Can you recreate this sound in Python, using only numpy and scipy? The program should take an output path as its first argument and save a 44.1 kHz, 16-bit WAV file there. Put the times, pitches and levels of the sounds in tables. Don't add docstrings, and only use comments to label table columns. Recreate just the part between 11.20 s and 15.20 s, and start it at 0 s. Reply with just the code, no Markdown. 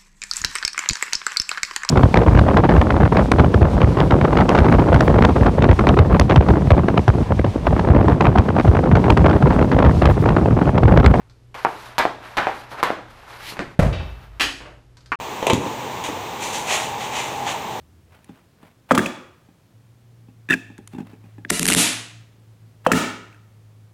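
import sys
import numpy as np
from scipy import signal
from scipy.fft import rfft, irfft, next_fast_len
from scipy.io import wavfile

SR = 44100
rng = np.random.default_rng(int(sys.argv[2]) if len(sys.argv) > 2 else 0)


def output_pcm(signal):
    pcm = np.clip(np.atleast_2d(signal).T, -1, 1) * 32767
    wavfile.write(sys.argv[1], SR, np.round(pcm).astype(np.int16))


N = 176400
T = np.arange(N) / SR
AGE = T[:SR * 3 // 2]
IMPULSE = 1. * (AGE == 0)

# f/Hz, level/dB
AIR = [(18, -27), (35, 4), (55, -21.5), (80, -3.5), (125, 0), (180, -13.5), (400, -15), (830, -25.5),
       (2000, -30.5), (5000, -35.5), (13000, -45), (15500, -67)]
AIR_DB = -54.5
# f/Hz, rms level/dB
HUM = [(59.2, -58), (119.3, -54)]

# f/Hz, t60/s
ROOM_T60 = [(60, 0.5), (250, 0.58), (700, 0.4), (1500, 0.42), (3000, 0.37), (6000, 0.6), (13000, 0.23)]
EARLY_T60_S, EARLY_DB, FIRST_ECHO_S = 0.15, 3.5, 0.0021

# t/s, level/dB
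TICKS = [(0.098, -54.5), (3.77, -50), (3.8075, -57), (3.8604, -49.5)]
# f/Hz, level/dB
TICK_COLOUR = [(200, -12), (1500, 10), (2800, -0.5), (4600, 8), (8000, -6.5), (15000, -26)]
# t/s, level/dB
BUMPS = [(2.727, -33.5), (2.80, -37), (3.405, -41), (3.454, -44), (3.494, -52)]
# f/Hz, level/dB
BUMP_COLOUR = [(80, -1.5), (300, 3), (600, 4.5), (1200, -0.5), (2800, -7), (6000, -32), (15000, -59)]

OPENING_DB = -55.5
TOUCH_S, TOUCH_DB = .3438, -36.5

# t/s, level/dB
SLIDE = [(.338, -86), (.35, -34.5), (.44, -41), (.62, -41.5), (.77, -44.5), (.9, -64), (1.0, -49),
         (1.04, -38.5), (1.15, -43.5), (1.28, -29.5), (1.39, -43), (1.512, -46), (1.524, -37.5),
         (1.565, -41.5), (1.6, -27.5), (1.63, -45.5), (1.82, -49), (2.06, -46), (2.12, -40.5), (2.3, -43),
         (2.38, -41), (2.55, -52.5)]
# f/Hz, level/dB
SLIDE_COLOUR = [(80, -11), (300, -4), (550, 3), (900, 7.5), (1500, 4), (2500, -2.5), (5000, -17.5),
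                (9000, -29.5), (15000, -35.5)]
# t/s, level/dB
HISS = [(.338, -97), (.348, -51), (.66, -48.5), (.77, -59.5), (1.0, -65), (1.04, -52.5), (1.3, -57),
        (1.39, -46.5), (1.48, -63), (1.52, -44.5), (1.62, -62), (1.83, -96), (1.9, -57.5), (2.07, -57.5),
        (2.1, -50), (2.2, -49.5), (2.3, -35), (2.37, -53), (2.55, -66)]
# f/Hz, level/dB
HISS_COLOUR = [(1000, -3), (4000, 5), (8000, -8), (12000, -5), (14000, -18), (16000, -23.5)]
SWEEP_S, SWEEP_DB, SWEEP_RISE_S, SWEEP_FALL_S = 2.287, -33.5, 0.04, 0.022
# f/Hz, level/dB
SWEEP_COLOUR = [(200, -1), (1000, -26), (2000, 4.5), (3600, -3), (6000, -19), (14000, -17)]

# t/s, level/dB
RUSTLE = [(2.8, -50), (2.9, -46.5), (2.98, -50), (3.045, -46), (3.1, -55), (3.19, -53), (3.3, -66)]
# f/Hz, level/dB
RUSTLE_COLOUR = [(150, 2.5), (500, -2), (1300, 0), (2500, -9), (4500, -17), (8000, -28), (12500, -25.5),
                 (15500, -27)]

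# t/s, level/dB, f/Hz
LOW_KNOCKS = [(2.3935, -29, 208), (2.405, -30, 269), (2.42, -29.5, 352), (2.476, -35.5, 140)]
# ratio to f, level/dB, t60/s
LOW_KNOCK_MODES = [(1, -3, .07), (2.05, -6.5, .04)]

# t/s, level/dB
CLACKS = [(2.323, -36.5), (2.3695, -34.5), (2.3925, -23.5), (2.407, -34), (2.421, -37.5)]
# f/Hz, level/dB
CLACK_COLOUR = [(60, -6.5), (150, 3), (300, 6.5), (500, 1), (900, 1), (2300, -1.5), (3500, -12),
                (6000, -23), (8800, -26.5), (11000, -50.5), (15000, -44)]

# t/s, level/dB
BOUNCES = [(0.7983, -23), (0.8019, -21.5), (1.1738, -22.5), (1.1816, -24), (1.1844, -20.5), (1.1878, -22.5),
           (1.6358, -21)]
# f/Hz, level/dB, t60/s
BOUNCE_MODES = [(1015, 1.5, 0.0041), (1544, 3, 0.005), (2110, -4, .004)]
# f/Hz, level/dB
BOUNCE_COLOUR = [(60, -4.5), (500, 0), (1500, 0.5), (4000, 5), (14000, -12)]
BOUNCE_ROOM_DB = -3.5

# t/s, level/dB, click level/dB, chatter t60/s, tilt/(dB/octave)
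SLAPS = [(0.7823, -16.5, 1, 0.12, -1.4), (1.1699, -17.5, -5, 0.19, -2), (1.5164, -34, -3.5, 0.14, -10.5),
         (1.629, -21, -1.5, 0.24, 0.5)]
# f/Hz, level/dB
SLAP_CLICK = [(25, -50), (100, -5), (400, -2), (1000, 12), (2500, -1.5), (3500, 1.5), (5000, -8),
              (9000, -18.5), (13000, -21.5), (16000, -45.5)]
# f/Hz, level/dB
SLAP_BODY = [(35, -25.5), (120, -20.5), (250, -10), (400, -7.5), (700, -0.5), (1050, 1), (1700, 0),
             (2700, -15), (3600, -14.5), (5000, -26.5), (9000, -36.5), (15000, -41)]
# f/Hz, level/dB
SPATTER_COLOUR = [(100, -8), (1200, 1.5), (2500, -3), (5000, -3.5), (9000, -11), (12500, -8), (16000, -38)]
SLAP_RISE_S, SLAP_ROOM_DB, CLICK_ROOM_DB = 0.009, 2, 1
CLICK_DB, SPATTER_DB, SPATTER_T60_S, SPATTER_LAG_S = -2.5, -7.5, 0.03, .003

# t/s, level/dB, f/Hz, room level/dB, tilt/(dB/octave)
TAPS = [(0.4493, -12.5, 886, -3, 1.5), (0.853, -13, 730, -6, 1), (1.27, -16, 775, -2, 3.5),
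        (1.6297, -14.5, 1050, -3, -1.5), (1.7038, -17.5, 666, -5, -0.5)]
# ratio to f, level/dB, t60/s
TAP_MODES = [(.9, -4.5, 0.0091), (1.03, -1, 0.01), (.52, -17, 0.0196)]
# f/Hz, level/dB
TAP_COLOUR = [(15, -26.5), (40, -19), (90, -3), (300, 9.5), (1000, 11), (1600, 16.5), (2400, 18.5),
              (3400, 9), (5000, 4), (7500, -13), (15000, -21.5)]

# t/s, level/dB
KNOCKS = [(3.919, -20.5), (3.9218, -21.5), (3.926, -23.5)]
# f/Hz, level/dB, t60/s
KNOCK_MODES = [(1198, 7, 0.064), (1860, -18, .02), (2070, -8, 0.036), (2840, -14, .03), (4460, -21, .04)]
# f/Hz, level/dB
KNOCK_COLOUR = [(100, -14), (330, -4), (600, -8.5), (1100, 12.5), (1600, 5), (2500, 1), (3600, -25.5),
                (5000, -25.5), (7000, -34), (14000, -58)]

# t/s, level/dB
CRACKS = [(3.198, -28.5), (3.201, -24.5), (3.2093, -18)]
# f/Hz, level/dB
CRACK_COLOUR = [(80, -14.5), (180, -25.5), (280, -5), (400, -14.5), (800, -9), (1250, -7), (2000, -0.5),
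                (2800, -0.5), (3600, -8), (4800, -12.5), (8000, -22), (12500, -28.5), (15500, -43)]
# f/Hz, level/dB, t60/s
CRACK_MODES = [(557, -2.5, 0.12), (1216, -1.5, 0.1), (1790, 0, 0.1), (2100, -1.5, .08), (2580, 0, .06),
               (2900, -2, .06)]
CRACK_RING_DB, CRACK_CHATTER_DB, CRACK_ROOM_DB = -17, -7, 5.5

# f/Hz, level/dB, t60/s
FRAME_MODES = [(2340, 5.5, .5), (2643, 0.5, 0.76), (3030, 1.5, 0.68), (3080, 7.5, .35), (3395, -3, 0.51),
               (3698, 0, 0.61), (3800, 0.5, 0.56), (4208, -10, .55), (4646, -3.5, 0.69), (5570, -13, .55),
               (6471, -17, 0.32)]
# f/Hz, level/dB
FRAME_RATTLE = [(300, -17), (1500, 1), (3000, 6), (5500, -6.5), (8000, -21), (14000, -35)]
FRAME_S, FRAME_DB, FRAME_RATTLE_T60_S = 2.7297, -32, 0.57
FRAME_SPLIT, FRAME_TWIN_DB, FRAME_ROOM_DB = 0.012, -2, -3

# slack f/Hz, level/dB, t60/s
BOOM_MODES = [(53.6, -0.5, 2.2), (45.1, -6, .9), (83, 5.5, 0.94), (114.6, -8.5, 0.6), (150.7, -7, 0.35),
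              (181, -8, 0.55)]
BOOM_S, BOOM_DB = 2.612, -11
BOOM_SAG, BOOM_SAG_S = 0.13, 0.11
BOOM_WAVER, BOOM_LUMPS_DB = .06, 3
# f/Hz, level/dB
RUMBLE_COLOUR = [(18, -27), (35, -16.5), (55, 1.5), (72, -2), (110, 0.5), (190, -13.5), (300, -27),
                 (1000, -63.5)]
RUMBLE_DB, RUMBLE_T60_S = -14.5, 0.96

# t/s, level/dB, f/Hz, smack level/dB
THUDS = [(2.5918, -7, 171, -4.5), (2.6237, -8.5, 61.2, -8.5), (2.649, -14.5, 91, -10.5),
         (2.664, -11, 132, -16), (2.685, -18, 85, -13), (2.722, -24, 105, -14.5), (2.83, -28.5, 80, -21)]
# f/Hz, level/dB
CLOTH = [(60, -10.5), (200, -10), (330, -4), (450, 0), (615, 4.5), (800, -6.5), (1400, -9.5), (2000, -14),
         (2800, -21), (5000, -30), (9000, -34.5), (13000, -41), (16000, -51)]
THUD_T60_S, THUD_ROOM_DB = 0.04, -13

SILENCE_START_S, SILENCE_END_S = 3.9565, 3.989
TOP_HZ = 15400


def amp(db):
    return 10 ** (np.asarray(db) / 20)


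def decay(t60_s):
    return amp(-60 * AGE / t60_s)


def unit(x):
    return x * np.sqrt(.01 * SR / np.sum(x ** 2))


def along(hz, points):
    point_hz, value = np.array(points, float).T
    return np.interp(np.log(hz + 1), np.log(point_hz), value)


def colour(x, points, tilt_db=0):
    n = next_fast_len(len(x) // 2 + 2048) * 2
    hz = np.arange(n // 2 + 1) * SR / n
    gain_db = along(hz, points) + tilt_db * np.log2(1 + hz / 1000)
    cepstrum = irfft(np.log(amp(gain_db)))
    cepstrum[1:n // 2] *= 2
    cepstrum[n // 2 + 1:] = 0
    return irfft(rfft(x, n) * np.exp(rfft(cepstrum)))[:len(x)]


def grains(size, spread_db):
    strength_db = spread_db * np.minimum(rng.exponential(size=size), 6)
    x = rng.standard_normal(size) * amp(strength_db)
    return x / x.std()


def ring(modes, hz=1):
    return unit(sum(amp(db) * np.sin(2 * np.pi * f * hz * AGE) * decay(t60) for f, db, t60 in modes))


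def burst(t60_s):
    return unit(grains(len(AGE), 2) * decay(t60_s))


def contact(points, t60_s, chatter_db, tilt_db=0):
    push = unit(IMPULSE)
    return unit(colour(push + amp(chatter_db) * burst(t60_s), points, tilt_db))


def garage(x, wet_db):
    spectrum = rfft(rng.standard_normal(len(AGE)))
    hz = np.arange(len(AGE) // 2 + 1) * SR / len(AGE)
    centres_hz = 60 * 2. ** np.arange(9)
    tail = 0
    for centre_hz in centres_hz:
        band = along(hz, list(zip(centres_hz, centres_hz == centre_hz)))
        tail = tail + irfft(spectrum * band) * decay(along(centre_hz, ROOM_T60))
    early = grains(len(AGE), 5) * decay(EARLY_T60_S)
    onset = np.clip(AGE / FIRST_ECHO_S - 1, 0, 1)
    echoes = (tail + amp(EARLY_DB) * early) * onset
    wet = signal.fftconvolve(x, echoes / np.linalg.norm(echoes))
    return np.pad(x, (0, len(AGE) - 1)) + amp(wet_db) * wet


def at(s, db, x):
    return amp(db) * np.pad(x, (max(int(s * SR), 0), N))[:N]


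def rub(points, grit_db):
    x = colour(grains(N, grit_db), points)
    return x / x.std()


def curve(points):
    return amp(np.interp(T, *np.array(points).T, left=-120, right=-120))


def wander(t, step_s, end_s):
    knots_s = np.arange(0, end_s, step_s)
    return np.interp(t, knots_s, rng.standard_normal(len(knots_s)))


def until(s):
    return np.clip((s - T) / .0015 + .5, 0, 1)


def room_tone():
    hum = sum(amp(db) * np.sqrt(2) * np.sin(2 * np.pi * (hz * T + rng.random())) for hz, db in HUM)
    return amp(AIR_DB) * rub(AIR, grit_db=-1.5) + hum


def gear_ticks():
    return sum(at(s, db, garage(contact(TICK_COLOUR, t60_s=0.099, chatter_db=4.5), wet_db=-4.5))
               for s, db in TICKS)


def soft_bumps():
    return sum(at(s, db, garage(contact(BUMP_COLOUR, t60_s=0.28, chatter_db=-1.5), wet_db=6.0))
               for s, db in BUMPS)


def first_touch():
    fading = amp(OPENING_DB - 60 * T / along(1000, ROOM_T60)) * rub(SLIDE_COLOUR, grit_db=7.0)
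    tick = contact(SLIDE_COLOUR, t60_s=0.063, chatter_db=12, tilt_db=3.5)
    return fading + at(TOUCH_S, TOUCH_DB, garage(tick, wet_db=-11.5))


def sliding():
    uneven = amp(1.1 * wander(T, step_s=.012, end_s=4.1))
    slide = curve(SLIDE) * rub(SLIDE_COLOUR, grit_db=2)
    hiss = curve(HISS) * rub(HISS_COLOUR, grit_db=2.5)
    swell = np.exp(np.minimum((T - SWEEP_S) / SWEEP_RISE_S, (SWEEP_S - T) / SWEEP_FALL_S))
    sweep = amp(SWEEP_DB) * swell * rub(SWEEP_COLOUR, grit_db=4.5)
    return uneven * (slide + hiss + sweep)


def rustle():
    return curve(RUSTLE) * rub(RUSTLE_COLOUR, grit_db=2.5)


def low_knocks():
    return sum(at(s, db, garage(ring(LOW_KNOCK_MODES, hz), wet_db=-9)) for s, db, hz in LOW_KNOCKS)


def stick_clacks():
    return sum(at(s, db, garage(contact(CLACK_COLOUR, t60_s=0.093, chatter_db=-3.5), wet_db=-3.0))
               for s, db in CLACKS)


def blade_bounces():
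    return sum(at(s, db, garage(unit(colour(ring(BOUNCE_MODES), BOUNCE_COLOUR)), BOUNCE_ROOM_DB))
               for s, db in BOUNCES)


def blade_slaps():
    out = 0
    for s, db, click_db, t60_s, tilt_db in SLAPS:
        click = unit(colour(IMPULSE, SLAP_CLICK, tilt_db))
        buzz = unit(colour(burst(SPATTER_T60_S), SPATTER_COLOUR, tilt_db))
        rise = 1 - np.exp(-AGE / SLAP_RISE_S)
        body = unit(colour(burst(t60_s) * rise, SLAP_BODY, tilt_db))
        out = out + at(s, db + click_db + CLICK_DB, garage(click, CLICK_ROOM_DB))
        out = out + at(s + SPATTER_LAG_S, db + click_db + SPATTER_DB, garage(buzz, wet_db=-6.5))
        out = out + at(s, db, garage(body, SLAP_ROOM_DB))
    return out


def puck_taps():
    out = 0
    for s, db, hz, wet_db, tilt_db in TAPS:
        tap = unit(colour(ring(TAP_MODES, hz), TAP_COLOUR, tilt_db))
        out = out + at(s, db, garage(tap, wet_db))
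    return out


def last_knock():
    out = 0
    for s, db in KNOCKS:
        blow = ring(KNOCK_MODES) + amp(3) * contact(KNOCK_COLOUR, t60_s=0.047, chatter_db=2)
        out = out + at(s, db, garage(unit(blow), wet_db=-3.5))
    return out


def crack():
    out = 0
    for s, db in CRACKS:
        hit = contact(CRACK_COLOUR, t60_s=0.026, chatter_db=CRACK_CHATTER_DB)
        blow = hit + amp(CRACK_RING_DB) * ring(CRACK_MODES)
        out = out + at(s, db, garage(unit(blow), CRACK_ROOM_DB))
    return out


def goal_frame():
    split = 1 + FRAME_SPLIT * rng.uniform(-1.1, 1, len(FRAME_MODES))
    twins = [(hz * k, db + FRAME_TWIN_DB, t60) for (hz, db, t60), k in zip(FRAME_MODES, split)]
    tubes = garage(ring(FRAME_MODES + twins), FRAME_ROOM_DB)
    rattle = unit(colour(burst(FRAME_RATTLE_T60_S), FRAME_RATTLE))
    return at(FRAME_S, FRAME_DB, tubes) + at(FRAME_S, FRAME_DB, rattle)


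def tarp_boom():
    tension = 1 + BOOM_SAG * np.exp(-AGE / BOOM_SAG_S)
    boom = 0
    for hz, db, t60_s in BOOM_MODES:
        waver = 1 + BOOM_WAVER * wander(AGE, step_s=1 / 25, end_s=1.6)
        phase = 2 * np.pi * np.cumsum(hz * tension * waver) / SR
        level_db = db + BOOM_LUMPS_DB * wander(AGE, step_s=1 / 25, end_s=1.6)
        boom = boom + amp(level_db) * np.sin(phase) * decay(t60_s)
    rumble = unit(colour(burst(RUMBLE_T60_S), RUMBLE_COLOUR))
    return at(BOOM_S, BOOM_DB, unit(boom)) + at(BOOM_S, RUMBLE_DB, rumble)


def tarp_thuds():
    out = 0
    for s, db, hz, smack_db in THUDS:
        thud = colour(ring([(hz, 0, THUD_T60_S)]), [(15, -28), (32, -9), (50, 1.0)])
        smack = garage(unit(IMPULSE), wet_db=12)[:len(AGE)] + amp(6.5) * burst(t60_s=0.08)
        out = out + at(s, db, garage(thud, THUD_ROOM_DB))
        out = out + at(s, db + smack_db, unit(colour(smack, CLOTH)))
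    return out


def scene():
    handling = first_touch() + sliding() + blade_bounces() + blade_slaps() + puck_taps()
    shot = rustle() + low_knocks() + stick_clacks() + goal_frame() + tarp_boom() + tarp_thuds()
    rest = gear_ticks() + soft_bumps() + last_knock() + crack()
    return (room_tone() + (handling + shot + rest) * until(SILENCE_START_S))[None]


def record(dry):
    live = until(SILENCE_START_S) + 1 - until(SILENCE_END_S)
    clipped = np.clip(dry * live, -.98, .98)
    low_pass = signal.ellip(10, .2, 90, TOP_HZ, fs=SR, output="sos")
    return signal.sosfilt(low_pass, clipped)


dry = scene()
out = record(dry)
output_pcm(out)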